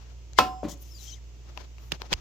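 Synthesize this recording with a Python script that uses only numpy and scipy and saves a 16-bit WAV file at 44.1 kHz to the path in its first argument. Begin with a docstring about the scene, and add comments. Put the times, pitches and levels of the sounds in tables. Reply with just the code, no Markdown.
"""Can opener biting through a lid

The wheel creaks into a steel lid; the lid snaps and the can rings until it thumps down on the hob.
Can: decaying modes and tearing noise. Drag on the hob: noise through resonances, plus a groan.
Air through the slit: shaped noise and gliding whistles. Camera ticks and rustle; dull bumps (sines):
the can's landing knock near 0.63 s, later pushes on the camera.
Small kitchen: wavering fridge hum over noise; decaying noise is the walls' answer to the can."""
import sys
import numpy as np
from scipy import signal
from scipy.fft import rfft, irfft, next_fast_len
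from scipy.io import wavfile
from scipy.ndimage import map_coordinates

SR = 44100
rng = np.random.default_rng(int(sys.argv[2]) if len(sys.argv) > 2 else 0)


def to_wav(sig):
    """Store sig (one row per channel, or 1-D mono) as 16-bit WAV at the path in sys.argv[1].

    Samples outside -1..1 are clipped; the rate is SR.
    """
    pcm = np.clip(np.atleast_2d(sig), -1, 1) * 32767
    pcm = np.round(pcm).astype(np.int16)
    wavfile.write(sys.argv[1], SR, pcm.T)  # frames by channels


def decibels_to_gain(level_db):
    """Convert a level in decibels to a linear amplitude gain (20 dB per decade)."""
    exponent = np.asarray(level_db, float) / 20
    return 10 ** exponent


N = 97064
T = np.arange(N) / SR
LEFT_ONLY = np.array([[1], [0]])
SNAP_S, LAND_S = 0.3873, 0.630


def unit(x):
    """Scale to rms 1."""
    return x / np.sqrt(np.mean(x ** 2) + 1e-20)


def along(points, hz):
    """Interpolate (f/Hz, value) points on a log frequency axis."""
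    f, value = np.transpose(points)
    return np.interp(np.log(hz + 1), np.log(f + 1), value)


def level(rows, column=1):
    """Gain from a dB curve over time; -150 dB outside it."""
    rows = np.array(rows)
    return decibels_to_gain(np.interp(T, rows[:, 0], rows[:, column], -150, -150))


def wobble(knots_per_s):
    """Smooth random curve through normal knots."""
    knots = rng.standard_normal(int(N * knots_per_s / SR) + 4)
    return map_coordinates(knots, [T * knots_per_s])


def filtered(x, response):
    """Apply a frequency response by FFT, zero-padded."""
    m = next_fast_len(N + SR // 2)
    return irfft(rfft(x, m) * response(np.fft.rfftfreq(m, 1 / SR)), m)[..., :N]


def pan(left_over_right_db):
    """Left and right gains, half the difference each."""
    return decibels_to_gain([[left_over_right_db / 2], [-left_over_right_db / 2]])


def rush(spectrum, alike):
    """Stereo noise, rms 1; mid/side split sets the left-right correlation at each frequency."""
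    def split(hz):
        turn = np.arccos(np.clip(along(alike, hz), -1, 1)) / 2
        return decibels_to_gain(along(spectrum, hz)) * [np.cos(turn), np.sin(turn)]

    mid, side = filtered(rng.standard_normal((2, N)), split)
    return unit(np.array([mid + side, mid - side]))


def dying(start_s, t60_s):
    """Zero before the start, then exponential decay."""
    return (T >= start_s) * decibels_to_gain(-60 * np.maximum(T - start_s, 0) / t60_s)


# wheel grit: f/Hz, relative density/dB
GRIT_SPECTRUM = [(1500, -11.5), (4500, 4.5), (7000, -3), (9000, -19), (12000, -21), (16000, -32)]


def creak():
    """Wheel digging in: a wavering tone and grit swell exponentially, cut off at the snap."""
    creak_hz, tone_db, grit_db, rise_db_per_s = 2105, -32, -29.5, 1499
    t = T - SNAP_S
    dig = (t < 0) * decibels_to_gain(rise_db_per_s * np.minimum(t, 0)) * pan(15.9)
    tone = decibels_to_gain(tone_db + 6 * wobble(300)) * np.sin(2 * np.pi * creak_hz * t)
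    return dig * (tone + decibels_to_gain(grit_db) * rush(GRIT_SPECTRUM, [(500, .3)]))


# full-can modes: f/Hz, level/dB re snap, t60/s, L-R/dB, left lead/rad
CAN_MODES = [(300, -26, .3, 0, 0), (510, -18, .12, 0, .5), (578, -18, .14, 0, .5), (1000, 3, .035, -1, .8),
             (1037, -10, .2, 0, 1), (1078, -12, .1, 0, 1), (1357, -20, .2, 0, 1), (2186, -28, .22, 0, 1),
             (2444, -26, .14, 0, 2), (2846, -25, .24, -2, 1), (3310, -28, .15, 0, 1),
             (3440, -24, .09, 0, 1), (748, -15.5, .55, -3.8, .9), (1045, -18, .32, 0, 1),
             (1310, -7, .13, 0, 1), (2582, -17, .14, -2, .5), (852, -15, .16, -2, 1),
             (5130, -41, .8, 0, .5), (7483, -53, 1.5, 0, .5)]
# tearing steel: f/Hz, relative density/dB
CRACK_SPECTRUM = [(60, -35), (200, -13), (500, 1), (1000, -5.5), (1600, -9), (2900, -7.5), (4500, -10.5),
                  (5700, -11.5), (7000, -19.5), (9000, -29), (10200, -33.5), (12500, -23.5), (15300, -27.5),
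                  (16300, -51.5)]
# hob boom: f/Hz, relative density/dB
BOOM_SPECTRUM = [(40, -24.5), (75, 8), (130, -0.5), (200, 2.5), (300, 7.5), (420, -2), (700, -33)]


def snap():
    """Lid tears: modes ring, damped further on landing; noise cracks, clatters and booms in the hob."""
    snap_db, ring_rise_s, landed_t60_s = -7.5, 0.00085, 0.0404
    # levels re snap
    crack_db, crack_t60_s = -6, 0.0278
    clatter_db, clatter_t60_s = -15.5, 0.22
    boom_db, boom_rise_s, boom_t60_s = -23, 0.005, 0.388
    t = T - SNAP_S
    ring = np.zeros((2, N))
    for hz, db, t60_s, lr_db, lead_rad in CAN_MODES:
        mode = np.sin(2 * np.pi * hz * t + lead_rad * LEFT_ONLY)
        ring += decibels_to_gain(db) * pan(lr_db) * dying(SNAP_S, t60_s) * mode
    landed = decibels_to_gain(-60 * np.maximum(T - LAND_S, 0) / landed_t60_s)
    ring = ring * landed * np.clip(t / ring_rise_s, 0, 1)
    tearing = decibels_to_gain(crack_db) * dying(SNAP_S, crack_t60_s)
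    clatter = decibels_to_gain(clatter_db) * dying(SNAP_S, clatter_t60_s)
    crack = rush(CRACK_SPECTRUM, [(500, 0.36)]) * (tearing + clatter)
    boom = decibels_to_gain(boom_db) * rush(BOOM_SPECTRUM, [(200, .8)]) * dying(SNAP_S, boom_t60_s)
    boom = boom * np.clip(t / boom_rise_s, 0, 1)
    return decibels_to_gain(snap_db) * (ring + crack + boom)


# can rocking and dragging on the hob: t/s, level/dB
SLIDE_LEVEL = [(.628, -75), (.636, -36.5), (.652, -29), (.69, -38.5), (.712, -48), (.74, -48), (.76, -59),
               (.8, -60.5), (.86, -80.5)]
# can and hob resonances: f/Hz, width/Hz, relative level/dB
HOB_MODES = [(142, 230, -7.5), (310, 60, 0), (440, 35, -11.5), (577, 33, -3.5), (747, 29, -8),
             (1054, 156, -14), (2400, 4100, -33)]


def slide():
    """Rough contact noise through can and hob resonances, with a groan sinking as the can settles."""
    groan_hz, sag_hz_per_s, groan_db = 317.8, 250, -4.5  # level re slide

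    def body(f):
        total = 0
        for k, (centre, width, db) in enumerate(HOB_MODES):
            damping = 1j * f * width
            total = total + (-1) ** k * decibels_to_gain(db) * damping / (centre * centre - f * f + damping)
        return total / (1 + (f / 5000) ** 4)

    rough = rng.standard_normal((2, N)) * decibels_to_gain(2.8 * wobble(150))
    scrape = unit(filtered(rough[0] + .5 * rough, body))  # mostly common to both sides
    t = T - LAND_S
    groan_cycles = (groan_hz - sag_hz_per_s * t / 2) * t
    groan = decibels_to_gain(groan_db + 6.6 * wobble(58)) * np.sin(2 * np.pi * groan_cycles)
    return level(SLIDE_LEVEL) * pan(0.51) * (scrape + groan)


# wall decay: f/Hz, t60/s
WALL_DECAY = [(200, .35), (1000, 0.4), (4000, 0.21), (12000, .2)]


def room(x):
    """Walls' answer: convolution with noise in which each frequency dies at its own speed."""
    late_samples = 200
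    hz, t, z = signal.stft(rng.standard_normal((2, SR // 2)), SR, nperseg=256)
    decay = decibels_to_gain(-60 * t / along(WALL_DECAY, hz)[:, None])
    tail = signal.istft(z * decay, SR, nperseg=256)[1]
    tail = tail / np.linalg.norm(tail[0])
    return signal.fftconvolve(np.pad(x, ((0, 0), (late_samples, 0))), tail, axes=1)[:, :N]


# slit whistles: start t/s, end t/s, start f/Hz, end f/Hz, level/dB before pan
SLIT_WHISTLES = [(.885, 0.913, 4600, 5600, -61), (.905, 0.953, 5470, 5150, -54),
                 (0.937, 0.989, 4850, 4680, -54), (.98, 1.02, 4250, 3850, -54),
                 (0.943, 0.976, 7260, 7070, -58), (0.986, 1.012, 6170, 5930, -60),
                 (1.02, 1.07, 5850, 5900, -72.5), (1.074, 1.106, 3200, 3240, -50.5),
                 (1.079, 1.117, 6500, 4820, -51), (1.107, 1.155, 3050, 3113, -52.5),
                 (1.11, 1.154, 4430, 3430, -53), (1.108, 1.15, 6064, 6140, -50.5),
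                 (1.135, 1.166, 6300, 4730, -62), (1.155, 1.19, 2400, 1660, -66)]


def whistles():
    """Slit tones: sines with jittered gliding pitch and wavering level, each under a rounded arch."""
    blur_hz = 95
    out = np.zeros(N)
    for start_s, end_s, start_hz, end_hz, db in SLIT_WHISTLES:
        u = np.clip((T - start_s) / (end_s - start_s), 0, 1)
        hz = start_hz + (end_hz - start_hz) * u + blur_hz * wobble(230)
        arch = np.abs(np.sin(np.pi * u)) ** 0.4
        out += decibels_to_gain(db + 3.2 * wobble(150)) * arch * np.sin(2 * np.pi * np.cumsum(hz) / SR)
    return out


# first gulp of air: t/s, level/dB before pan
PUFF_LEVEL = [(.63, -64), (.65, -59), (.676, -65.5), (.686, -49), (.718, -43.5), (.74, -54.5), (.76, -68.5),
              (.78, -62.5)]
# gulp: f/Hz, relative density/dB
PUFF_SPECTRUM = [(1180, -45), (2000, -12), (2320, -30), (3260, -9), (4650, -12), (5070, -9), (6590, -1.5),
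                 (9010, -21), (13200, -15.5), (16000, -21)]
# thin, very high fizz: t/s, level/dB before pan
FIZZ_LEVEL = [(.8, -80), (.814, -60), (.826, -49.5), (.834, -64), (.862, -74), (.9, -96), (1.76, -88),
              (1.82, -71), (1.88, -71), (1.92, -78)]
# fizz: f/Hz, relative density/dB
FIZZ_SPECTRUM = [(5880, -53), (10000, -9), (12900, -10.5), (14600, 4), (15500, -22), (16000, -25)]
# hiss: t/s, level/dB before pan, treble re hiss/dB
HISS_LEVEL = [(.78, -78, 4), (.83, -61, -11), (.88, -62, -6), (.95, -64, -4), (1.0, -55.5, -9.5),
              (1.04, -50.5, -8), (1.09, -51, -16.5), (1.14, -56.5, -14.5), (1.17, -61.5, -20),
              (1.21, -87, -15)]
# hiss: f/Hz, relative density/dB
HISS_SPECTRUM = [(1500, -17), (2500, -8), (3200, -3.5), (4500, -5), (6200, 5), (7600, -4), (9000, -24),
                 (11000, -48)]
# hiss treble: f/Hz, relative density/dB
HISS_TREBLE = [(7500, -32), (9000, 0), (13000, 5), (15200, 6), (16200, -29.5)]


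def air():
    """Air drawn through the slit: turbulence noise as gulp, fizz and hiss, with whistles."""
    alike = [(500, 0.73)]
    gulp = level(PUFF_LEVEL) * decibels_to_gain(1.7 * wobble(120.6)) * rush(PUFF_SPECTRUM, alike)
    fizz = level(FIZZ_LEVEL) * rush(FIZZ_SPECTRUM, alike)
    treble = level(HISS_LEVEL, column=2) * rush(HISS_TREBLE, alike)
    hiss = level(HISS_LEVEL) * (rush(HISS_SPECTRUM, alike) + treble)
    return (gulp + fizz) * pan(9) + (hiss + whistles()) * pan(11.5)


# shell ticks: t/s, level/dB before pan, f/Hz, body re tick/dB, L-R/dB, second f/Hz
SHELL_TICKS = [(.3336, -43.5, 6380, -23, 19, 4060), (1.5751, -29, 2654, 1, 13, 5620),
               (1.783, -49.5, 2800, -5, 23, 4900), (1.9196, -11.5, 2800, -12.5, -5.5, 3860),
               (1.9225, -19, 3540, -21.5, -7.5, 5250), (2.0184, -23, 4210, -2.5, 9.5, 3100),
               (2.1291, -9.5, 3370, -39, -12, 2480), (2.1328, -18, 3340, -1, 10, 7400),
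               (2.1369, -15, 2840, -34, 13.5, 4540)]
# tick noise: f/Hz, relative density/dB
SHELL_SPECTRUM = [(500, -10.5), (2000, -2.5), (6000, -6.5), (8500, -20), (10000, -31), (13000, -17.5),
                  (16500, -33)]


def ticks():
    """Camera shell: two tones in opposite sense at the two ports, noise and a body tone; far port late."""
    tick_t60_s, body_hz, body_t60_s, rise_s, far_port_s = .0065, 1000, .009, 0.00035, .00022
    second_db, spit_db = -6, -4  # re tick
    out = np.zeros((2, N))
    spit = decibels_to_gain(spit_db) * rush(SHELL_SPECTRUM, [(500, 0.025)])
    for start_s, db, hz, body_db, lr_db, second_hz in SHELL_TICKS:
        late_s = far_port_s * np.array([[lr_db < 0], [lr_db > 0]])
        t = np.maximum(T - start_s - late_s, 0)
        ring = np.sin(2 * np.pi * hz * t) + decibels_to_gain(second_db) * np.sin(2 * np.pi * second_hz * t)
        tick = decibels_to_gain(-60 * t / tick_t60_s) * (ring * [[1], [-1]] + spit)
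        body = decibels_to_gain(body_db - 60 * t / body_t60_s) * np.sin(2 * np.pi * body_hz * t)
        out += decibels_to_gain(db) * pan(lr_db) * (tick + body) * np.clip(t / rise_s, 0, 1)
    return out


# can's landing knock near 0.63 s, later pushes: t/s, level/dB before pan and decay, f/Hz, L-R/dB
DULL_BUMPS = [(0.6317, -15.5, 570, 9), (0.6325, -32, 1080, 8), (0.653, -39, 1110, 12), (1.569, -37, 790, 6),
              (1.580, -30, 800, 4), (1.9216, -26, 343, -18.5), (1.9224, -29.5, 157, -20),
              (1.9364, -34, 1500, -19), (2.0, -43, 600, -3.5), (2.0199, -34, 350, 11),
              (2.0313, -34, 900, 0), (2.038, -37, 700, 9), (2.0435, -36.5, 720, 16), (2.061, -42, 616, 6),
              (2.1227, -23, 613, -16), (2.1241, -26, 356, -15.5), (2.139, -20.5, 55.3, -5),
              (2.152, -40.5, 62, -1)]


def bumps():
    """Can's landing knock, then pushes on the camera: sines rising and dying in set cycle counts."""
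    rise_cycles, t60_cycles = 0.48, 5.74
    out = np.zeros((2, N))
    for start_s, db, hz, lr_db in DULL_BUMPS:
        cycles = np.maximum(T - start_s, 0) * hz
        envelope = decibels_to_gain(-60 * cycles / t60_cycles) * np.clip(cycles / rise_cycles, 0, 1)
        out += decibels_to_gain(db) * pan(lr_db) * np.sin(2 * np.pi * cycles) * envelope
    return out


# fingers shifting on the camera: t/s, level/dB before pan
RUSTLE_LEVEL = [(0, -57), (.1, -65), (.16, -85.5), (1.38, -84), (1.47, -64), (1.53, -60.5), (1.56, -57.5),
                (1.62, -55), (1.68, -67), (1.76, -76), (1.84, -57), (1.905, -70), (1.925, -42),
                (1.96, -55.5), (1.98, -66), (2.02, -55), (2.06, -54), (2.1, -52.5), (2.125, -35.5),
                (2.15, -53.5), (2.17, -55.5), (2.21, -58)]
# rustle: f/Hz, relative density/dB
RUSTLE_SPECTRUM = [(88, -18.5), (150, -14.5), (297, -12.5), (1240, -17.5), (1870, -21), (6390, -23),
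                   (8560, -45.5), (14800, -41.5), (16000, -58.5)]


def rustle():
    """Finger friction: shaped noise with a fluttering level."""
    noise = rush(RUSTLE_SPECTRUM, [(300, 0.23), (3000, 0.067)])
    return level(RUSTLE_LEVEL) * decibels_to_gain(4.4 * wobble(60.09)) * pan(7.5) * noise


# fridge hum: f/Hz, rms level/dB before pan, L-R/dB, left lag/rad
FRIDGE_HUM = [(59.1, -44, -2, 0.45), (119.5, -62, -1, 0.057)]
# room noise: f/Hz, relative density/dB
KITCHEN_SPECTRUM = [(15, -4.5), (30, -3), (50, 1.5), (80, 3), (120, 5), (160, -6.5), (250, -9.5),
                    (340, -5.5), (500, -11.5), (1000, -17.5), (1600, -22.5), (2800, -17), (4000, -22),
                    (6300, -18), (7500, -22.5), (8500, -39.5), (10000, -43.5), (13000, -35.5), (15500, -38),
                    (16500, -59.5)]
# room noise: f/Hz, left-right correlation
KITCHEN_ALIKE = [(60, 1), (240, 0.55), (950, 0.14), (3770, 0.081), (15000, 0.055)]


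def kitchen():
    """Fridge hum, sines wavering in level and phase, over the room's own noise."""
    hum_waver_db, phase_waver_rad, noise_db, noise_waver_db = 0.35, 0.68, -55, 0.44
    hum = np.zeros((2, N))
    for hz, rms_db, lr_db, lag_rad in FRIDGE_HUM:
        gain = np.sqrt(2) * decibels_to_gain(rms_db + hum_waver_db * wobble(11.56)) * pan(lr_db)
        phase = 2 * np.pi * hz * T + phase_waver_rad * wobble(3.4) - lag_rad * LEFT_ONLY
        hum += gain * np.sin(phase)
    noise = rush(KITCHEN_SPECTRUM, KITCHEN_ALIKE)
    return hum + decibels_to_gain(noise_db + noise_waver_db * wobble(1.3)) * noise


def scene():
    """All sources; the walls answer the creak, snap and slide."""
    room_db = -17
    can = creak() + snap() + slide()
    knocks_and_handling = ticks() + bumps() + rustle()
    return can + decibels_to_gain(room_db) * room(can) + air() + knocks_and_handling + kitchen()


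def roll_off(x):
    """The treble ends steeply here."""
    return signal.sosfilt(signal.butter(12, 16650, fs=SR, output="sos"), x)


def record(dry):
    """Finished stereo mix, at the scene's own level."""
    return roll_off(dry)


dry = scene()
out = record(dry)
to_wav(out)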